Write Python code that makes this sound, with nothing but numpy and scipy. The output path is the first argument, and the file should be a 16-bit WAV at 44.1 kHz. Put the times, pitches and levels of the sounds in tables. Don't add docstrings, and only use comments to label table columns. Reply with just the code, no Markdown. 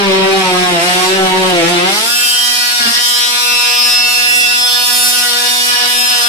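import sys
import numpy as np
from scipy import signal
from scipy.fft import rfft, irfft, next_fast_len
from scipy.io import wavfile
from scipy.ndimage import uniform_filter1d

SR = 44100
rng = np.random.default_rng(int(sys.argv[2]) if len(sys.argv) > 2 else 0)


def store_pcm(level_fs):
    pcm = np.round(np.clip(level_fs, -1, 1) * 32767).astype(np.int16)
    wavfile.write(sys.argv[1], SR, np.atleast_2d(pcm).T)


N = 277344

# time in seconds, body laid flat (0-1), blade turned on edge (0-1),
# pace of the hand movement (poses per second, before each user's own scaling).
HANDS = [(0, 0, 0, 1.81), (2.1, 0.06, 0.37, 3.62), (2.95, 0.09, 0, 2.36), (3.45, 0.86, 0.28, 1.32),
         (3.95, 0.68, 0.23, 2.13), (4.3, 0, 0.53, 2.656), (4.75, 0.5, 0.5, 1.9), (5.1, 0.17, 1, 0.97),
         (6.29, 0.58, 0.78, 1.26)]
# level in dB when free, level in dB in the wood, dB added by a skid,
# by a graze, by lying flat, by turning on edge, left-right difference in dB, left-right phase in radians.
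LOW_ORDERS = [(-42, -18.5, -7.5, 2.5, 1, 4.5, -0.5, 0.74), (-43, -18, -3.5, 6, 10, 7.3, 1.5, 0.49),
              (-33, -22.5, -6, 3.9, 6, 2.196, 4.5, 0.71), (-36, -17, -3, 3.6, 12, 1.4, -2.5, 1.4),
              (-35.5, -24, -5, 8.2, 10.5, 1.6, -2, 1.44)]
# start in seconds, length in seconds,
# sag of the speed in strokes per second, strength (0-1).
GRAZES = [(2.79, 0.21, 8.9, 0.75), (5.191, 0.31, 2.96, 0.24), (5.691, 0.186, 0.794, 0.56),
          (6.107, 0.3, 4.4, 0.27)]

CUTOFF_HZ = 14290
T = np.arange(N) / SR
SLOW_T = np.linspace(0, T[-1], num=3000)
FFT_SIZE = next_fast_len(N + 4096)
BINS_HZ = np.maximum(np.arange(FFT_SIZE // 2 + 1) * SR / FFT_SIZE, 1)


def from_db(db):
    return 10 ** (np.asarray(db) / 20)


def rms_one(x):
    return x / np.sqrt(np.mean(x ** 2) + 1e-20)


def in_time(rows, t=T):
    s, *columns = np.transpose(rows)
    return [np.interp(t, s, c) for c in columns]


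def at_hz(points, hz):
    points_hz, values = np.transpose(points)
    return np.interp(np.log(hz), np.log(points_hz), values)


def wander(travel):
    knots = rng.standard_normal(4096)
    step = travel.astype(int)
    turn = (travel - step) * np.pi / 2
    ease = np.sin(turn) ** 2 * np.pi / 2
    return knots[step % len(knots)] * np.cos(ease) + knots[(step + 1) % len(knots)] * np.sin(ease)


def filtered(x, gain):
    return irfft(rfft(x, FFT_SIZE) * gain, FFT_SIZE)[..., :N]


def noise(colour):
    # frequency in Hz, likeness (-1 to 1).
    likeness = [(60, -0.013), (140, -0.63), (300, 0.9), (630, 1), (1370, -0.63), (3000, -0.61),
                (6500, -0.019), (14000, 0.19)]
    mid, side = rng.standard_normal((2, N))
    gain = from_db(at_hz(colour, BINS_HZ))
    alike = np.clip(at_hz(likeness, BINS_HZ), -1, 1)
    shared = filtered(mid, gain * np.sqrt(1 + alike))
    opposed = filtered(side, gain * np.sqrt(1 - alike)) * [[1], [-1]]
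    return rms_one(shared + opposed)


def partial(rotor, slow_gains):
    return np.sqrt(2) * np.array([(rotor * np.interp(T, SLOW_T, g)).real for g in slow_gains])


def flutter(share, slow_rate, fast_rate, fast_share):
    share, fast_share = np.clip(share, 0, .95), np.clip(fast_share, 0, 1)

    def tremble(rate):
        real = wander(SLOW_T * rate + rng.random())
        imaginary = wander(SLOW_T * rate + rng.random())
        return (real + 1j * imaginary) / np.sqrt(2)

    mixed = np.sqrt(1 - fast_share) * tremble(slow_rate) + np.sqrt(fast_share) * tremble(fast_rate)
    return np.sqrt(1 - share) + np.sqrt(share) * mixed


def resonance_db(rings, hz):
    return sum(db / (1 + (2 * (hz - centre) / width) ** 2) for centre, width, db in rings)


def gate(t, start, length, fade):
    return np.clip(np.minimum(t - start, start + length - t) / fade + .5, 0, 1)


def stroke_rate(t):
    # time in seconds, strokes per second.
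    cut_speed = [(0.0, 201.8), (0.12, 190.5), (0.37, 192.8), (0.5, 182.4), (0.65, 180.6), (0.7, 179.0),
                 (0.79, 167.7), (0.86, 178.8), (1.07, 185.5), (1.16, 191.7), (1.32, 185.6), (1.41, 187.8),
                 (1.49, 184.9), (1.63, 165.7), (1.73, 177.7), (1.77, 174.9), (1.81, 175.2), (1.85, 183.0),
                 (2.09, 237.4), (2.17, 241.5)]
    # time in seconds, strokes per second.
    free_speed = [(2.2, 242.3), (2.43, 243.1), (3.0, 242.2), (5.0, 244.2), (6.29, 244.0)]
    sag_share = 0.419
    speed, = in_time(list(cut_speed) + list(free_speed), t)
    for s, length, sag, _ in GRAZES:
        speed = speed - np.interp(t, [s, s + sag_share * length, s + length], [0, sag, 0])
    return speed


def sunk(t, lift_s=1.849, lift_takes_s=0.28):
    return np.clip(1 - (t - lift_s) / lift_takes_s, 0, 1)


def grazing(t, fade_s=0.031):
    return sum(strength * gate(t, s, length, fade_s) for s, length, _, strength in GRAZES)


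def chatter(t, free=0.2, sawing=0.32, lifting=0.46, full_graze=0.59):
    depth = sunk(t)
    rough = free + sawing * depth + lifting * np.sin(np.pi * depth) + full_graze * grazing(t)
    return np.clip(rough, .01, .99)


def contact_level(levels, t, skid_fade_s=0.11):
    # start in seconds, length in seconds, strength (0-1).
    skids = [(0.263, 0.45, 0.3), (.78, 0.37, 0.89), (1.263, 0.29, 0.27), (1.566, 0.3, 0.45),
             (1.886, 0.12, 0.54)]
    free_db, wood_db, skid_db, graze_db, flat_db, edge_db = levels
    skidding = sum(strength * gate(t, s, length, skid_fade_s) for s, length, strength in skids)
    flat, on_edge, _ = in_time(HANDS, t)
    blade_db = free_db + (wood_db - free_db) * sunk(t) + skid_db * skidding + graze_db * grazing(t)
    return blade_db + flat_db * flat + edge_db * on_edge


def gear_lines(turns, sway_db=1.28, side_sway_db=2.5, sway_rad=0.57, mic_lag_s=0.000311,
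               tremble=0.9, treble_tremble=0.67, fast_share=0.51, count=60):
    # order, relative level in dB.
    favoured = [(6, 1), (7, 0.5), (8, -2), (9, -4), (10, -0.5), (11, -2.5), (12, 2), (13, 0), (14, 1.5),
                (15, 1.5), (16, 1), (17, -3.5), (18, -1), (19, -2.5), (20, -4.5), (21, 2.5), (22, 0.5),
                (23, -1.5), (24, -0.5), (25, -7)]
    # frequency in Hz, relative level in dB.
    colour = [(1000, 5.5), (5700, 0.5), (6500, -11.5), (7600, -8.5), (9000, -8.5), (11400, -16.5),
              (13000, -14), (14200, -10.5)]
    # frequency in Hz, width in Hz, lift in dB.
    blade_rings = [(5190, 460, 0), (9730, 50, -8), (10630, 320, 8.5), (14700, 290, 10)]
    speed, in_wood, rough = stroke_rate(SLOW_T), sunk(SLOW_T), chatter(SLOW_T)
    *_, movement = in_time(HANDS, SLOW_T)
    travel = np.cumsum(1.8 * movement + 4 * in_wood) * SLOW_T[1]
    step = np.exp(2j * np.pi * turns)
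    rotor, out = step ** len(LOW_ORDERS), 0
    for row, order in enumerate(range(len(LOW_ORDERS) + 1, count)):
        rotor = rotor * step
        hz = order * speed
        pose = travel + rng.random()
        ring_db = resonance_db(blade_rings, hz)
        if row < len(favoured):
            ring_db += favoured[row][1]
        level_db = at_hz(colour, hz) + (1 - in_wood) * ring_db + sway_db * wander(pose)
        angles = 2 * np.pi * (rng.random() - hz * mic_lag_s * np.array([[1], [0]]))
        scatter = sway_rad * np.minimum(hz / 2000, 2)
        unsteady = tremble * rough + treble_tremble * hz / CUTOFF_HZ
        fast = fast_share * unsteady * np.minimum(hz / 3000, 1)
        gains = []
        for angle in angles:
            side_gain = from_db(level_db + side_sway_db * wander(pose))
            phase = np.exp(1j * (angle + scatter * wander(pose)))
            gains.append(side_gain * phase * flutter(unsteady, 28, 120, fast))
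        out = out + partial(rotor, gains)
    return rms_one(out)


def rattle(turns, in_wood, pulse_depth=.25, return_depth=.15, stroke_spread_db=2.0):
    # frequency in Hz, relative level in dB per Hz.
    sawing_colour = [(200, -22), (600, -22), (1200, 1), (2000, 8.5), (3800, 7), (5500, 4), (6300, -2),
                     (9000, -4), (11500, -6.5), (14200, -13.5)]
    # frequency in Hz, relative level in dB per Hz.
    gear_colour = [(200, -26), (900, -3), (1500, -10), (2300, -4), (3000, 5), (5300, 0.5), (6400, -7.5),
                   (8000, -3.5), (10600, -5.5), (11700, -14), (13000, -6), (14200, -22)]
    angle = 2 * np.pi * turns
    bursts = np.exp(pulse_depth * np.cos(angle) + return_depth * np.cos(2 * angle))
    bursts = bursts * from_db(stroke_spread_db * wander(2 * turns))
    sawing = np.sqrt(in_wood) * noise(sawing_colour)
    free_gear = np.sqrt(1 - in_wood) * noise(gear_colour)
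    return rms_one(bursts) * (sawing + free_gear)


def radiate(drive, waver_db=.5, waver_rate=24, swell_db=0.46, swell_rate=9, size=6615):
    # level in dB when free, level in dB in the wood, dB added by a skid, by a graze,
    # by lying flat, by turning on edge.
    parts = [(-20.5, -17.5, 1, 5, -0.5, -0.5), (-19.5, -17.5, 1.2, 4, 4, 0.85),
             (-15, -25.5, 5.5, 0.5, -2, -2), (-19, -28.5, 7.5, -5.5, -1.7, 3)]
    edges_hz = [980, 2300, 4200, 6200]
    above = [1 / (1 + (edge / BINS_HZ) ** 20) for edge in edges_hz] + [0]
    out = 0
    for k, levels in enumerate(parts):
        level_db = np.interp(T, SLOW_T, contact_level(levels, SLOW_T))
        level_db = level_db + swell_db * k * wander(T * swell_rate + rng.random())
        level_db = level_db + waver_db * wander(T * waver_rate)
        part = filtered(drive, above[k] - above[k + 1])
        power = uniform_filter1d(np.mean(part ** 2, axis=0), size)
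        out = out + from_db(level_db) * part / np.sqrt(power + 1e-12)
    return out


def shake(turns, sway_db=0.24, sway_rad=0.44, tremble=0.17):
    # frequency in Hz, width in Hz, lift in dB.
    board_rings = [(352, 9.2, 4.5), (384.6, 13.3, 6), (403.3, 14.3, 1.5), (495, 18, 12), (582, 44, 5),
                   (931, 45, 9)]
    speed, in_wood, rough = stroke_rate(SLOW_T), sunk(SLOW_T), chatter(SLOW_T)
    *_, movement = in_time(HANDS, SLOW_T)
    travel = np.cumsum(movement + 4 * in_wood) * SLOW_T[1]
    sides, out = np.array([[.5], [-.5]]), 0
    for k, (*levels, pan_db, lag) in enumerate(LOW_ORDERS):
        order = k + 1
        level_db = contact_level(levels, SLOW_T) + in_wood * resonance_db(board_rings, order * speed)
        level_db = level_db + sway_db * wander(travel + rng.random()) + sides * pan_db
        angle = sides * (lag + sway_rad * k * wander(travel))
        uneven = flutter(tremble * (order + 1) * rough ** 2 + 0.041, 26, 110, 0.1)
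        gains = from_db(level_db) * np.exp(1j * angle) * uneven
        out = out + partial(np.exp(2j * np.pi * order * turns), gains)
    return out


def board_ring(x, ring_hz=352.3, t60_s=0.85, top_db=-1):
    r = from_db(-60 / (t60_s * SR))
    w = 2 * np.pi * ring_hz / SR
    ring = signal.lfilter([0, 2 * (1 - r) * np.sin(w)], [1, -2 * r * np.cos(w), r * r], x)
    return from_db(top_db) * ring


def whines(turns, side_sway_db=4.0, sway_rate=6, tremble=0.068, fade_s=0.23):
    # start in seconds, length in seconds, order, level in dB.
    whine_list = [(2.156, 0.16, 11, -17.5), (2.202, 0.34, 13, -17.5), (2.548, 0.25, 8, -23.5),
                  (2.558, 0.25, 22, -41), (3.025, 0.24, 13, -17), (3.126, 0.1, 17, -26),
                  (3.3, 2, 21, -20.5), (3.502, 0.41, 22, -20.5), (3.48, 1, 11, -20.5),
                  (4.165, 0.38, 11, -20), (4.137, 0.17, 10, -20.5), (4.27, 0.22, 8, -18.5),
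                  (4.668, 0.41, 18, -25.5), (4.662, 0.085, 14, -14), (4.792, 0.35, 19, -26),
                  (4.964, 0.23, 44, -20), (5.322, 0.25, 15, -21), (5.9, 0.37, 21, -18)]
    out = 0
    for s, length, order, db in whine_list:
        swell = from_db(db) * gate(SLOW_T, s, length, fade_s) * flutter(tremble, 28, 120, 0.65)
        gains = []
        for phase in rng.random(2):
            side_sway = from_db(side_sway_db * wander(SLOW_T * sway_rate))
            gains.append(swell * side_sway * np.exp(2j * np.pi * phase))
        out = out + partial(np.exp(2j * np.pi * round(order) * turns), gains)
    return out


def snaps(decay_s=0.001):
    # time in seconds, relative strength in dB.
    snap_list = [(1.988, -6), (2.103, 5)]
    envelope = sum(from_db(db) * (T >= s) * np.exp(-np.abs(T - s) / decay_s) for s, db in snap_list)
    return envelope * rng.standard_normal((2, N)) / 2


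def bumps(strike_spread_db=0.6):
    # time in seconds, strength in dB.
    bump_list = [(2.801, -23), (2.852, -18), (2.87, -16), (2.9, -22)]
    # frequency in Hz, relative level in dB,
    # time to fade by 60 dB in seconds.
    modes = [(231, 0, 0.13), (450, -10, 0.085), (716, -6, 0.059), (1450, -14, 0.044), (1680, 0, 0.022)]
    out = np.zeros(N)
    age = T[:SR // 4]
    for s, bump_db in bump_list:
        start = int(s * SR)
        for hz, db, t60 in modes:
            strike_db = bump_db + db + strike_spread_db * rng.standard_normal()
            build_up = 1 - np.exp(-(age * hz) ** 2)
            envelope = from_db(strike_db - 60 * age / t60) * build_up
            out[start:start + len(age)] += envelope * np.sin(2 * np.pi * hz * age)
    return out


def room(x, wet_db=-14, t60_s=1.0, first_echo_s=0.0086):
    age = T[:SR // 2]
    echoes = rng.standard_normal((2, len(age))) * from_db(-60 * age / t60_s) * (age > first_echo_s)
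    tail = rms_one(echoes) / np.sqrt(len(age))
    return from_db(wet_db) * signal.fftconvolve(x, tail, axes=1)[:, :N]


def low_rumble(in_wood, rough, wood_db=-30, free_db=-41.5, chatter_db=5):
    # frequency in Hz, relative level in dB per Hz.
    rumble_colour = [(20, -21), (45, -11), (110, -8), (230, -6), (500, -2), (900, 1.5), (1150, -2.5),
                     (1500, -38)]
    level_db = in_wood * wood_db + (1 - in_wood) * free_db + chatter_db * (rough - 1.0)
    return from_db(level_db) * noise(rumble_colour)


def scene(jitter_turns=0.0065, jitter_hz=70, rattle_share=0.77, rattle_power=1.11, shake_db=-0.93):
    speed, in_wood, rough = stroke_rate(T), sunk(T), chatter(T)
    turns = np.cumsum(speed) / SR + jitter_turns * rough * wander(T * jitter_hz)
    noisy = np.clip(rattle_share * rough ** rattle_power, 0, 1)
    drive = np.sqrt(1 - noisy) * gear_lines(turns) + np.sqrt(noisy) * rattle(turns, in_wood)
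    drone = from_db(shake_db) * shake(turns)
    near = radiate(drive) + whines(turns) + drone + board_ring(drone) + bumps() + snaps()
    return near + room(near) + low_rumble(in_wood, rough)


def record(dry, treble_tilt_db=2.0, ceiling=0.58):
    tilt = treble_tilt_db / (1 + (6500 / BINS_HZ) ** 12)
    heard = filtered(dry, from_db(tilt * np.array([[-1], [1]])))
    rounded = heard / (1 + (heard / ceiling) ** 6) ** (1 / 6)
    return filtered(rounded, 1 / (1 + (BINS_HZ / CUTOFF_HZ) ** 500))


dry = scene()
out = record(dry)
store_pcm(out)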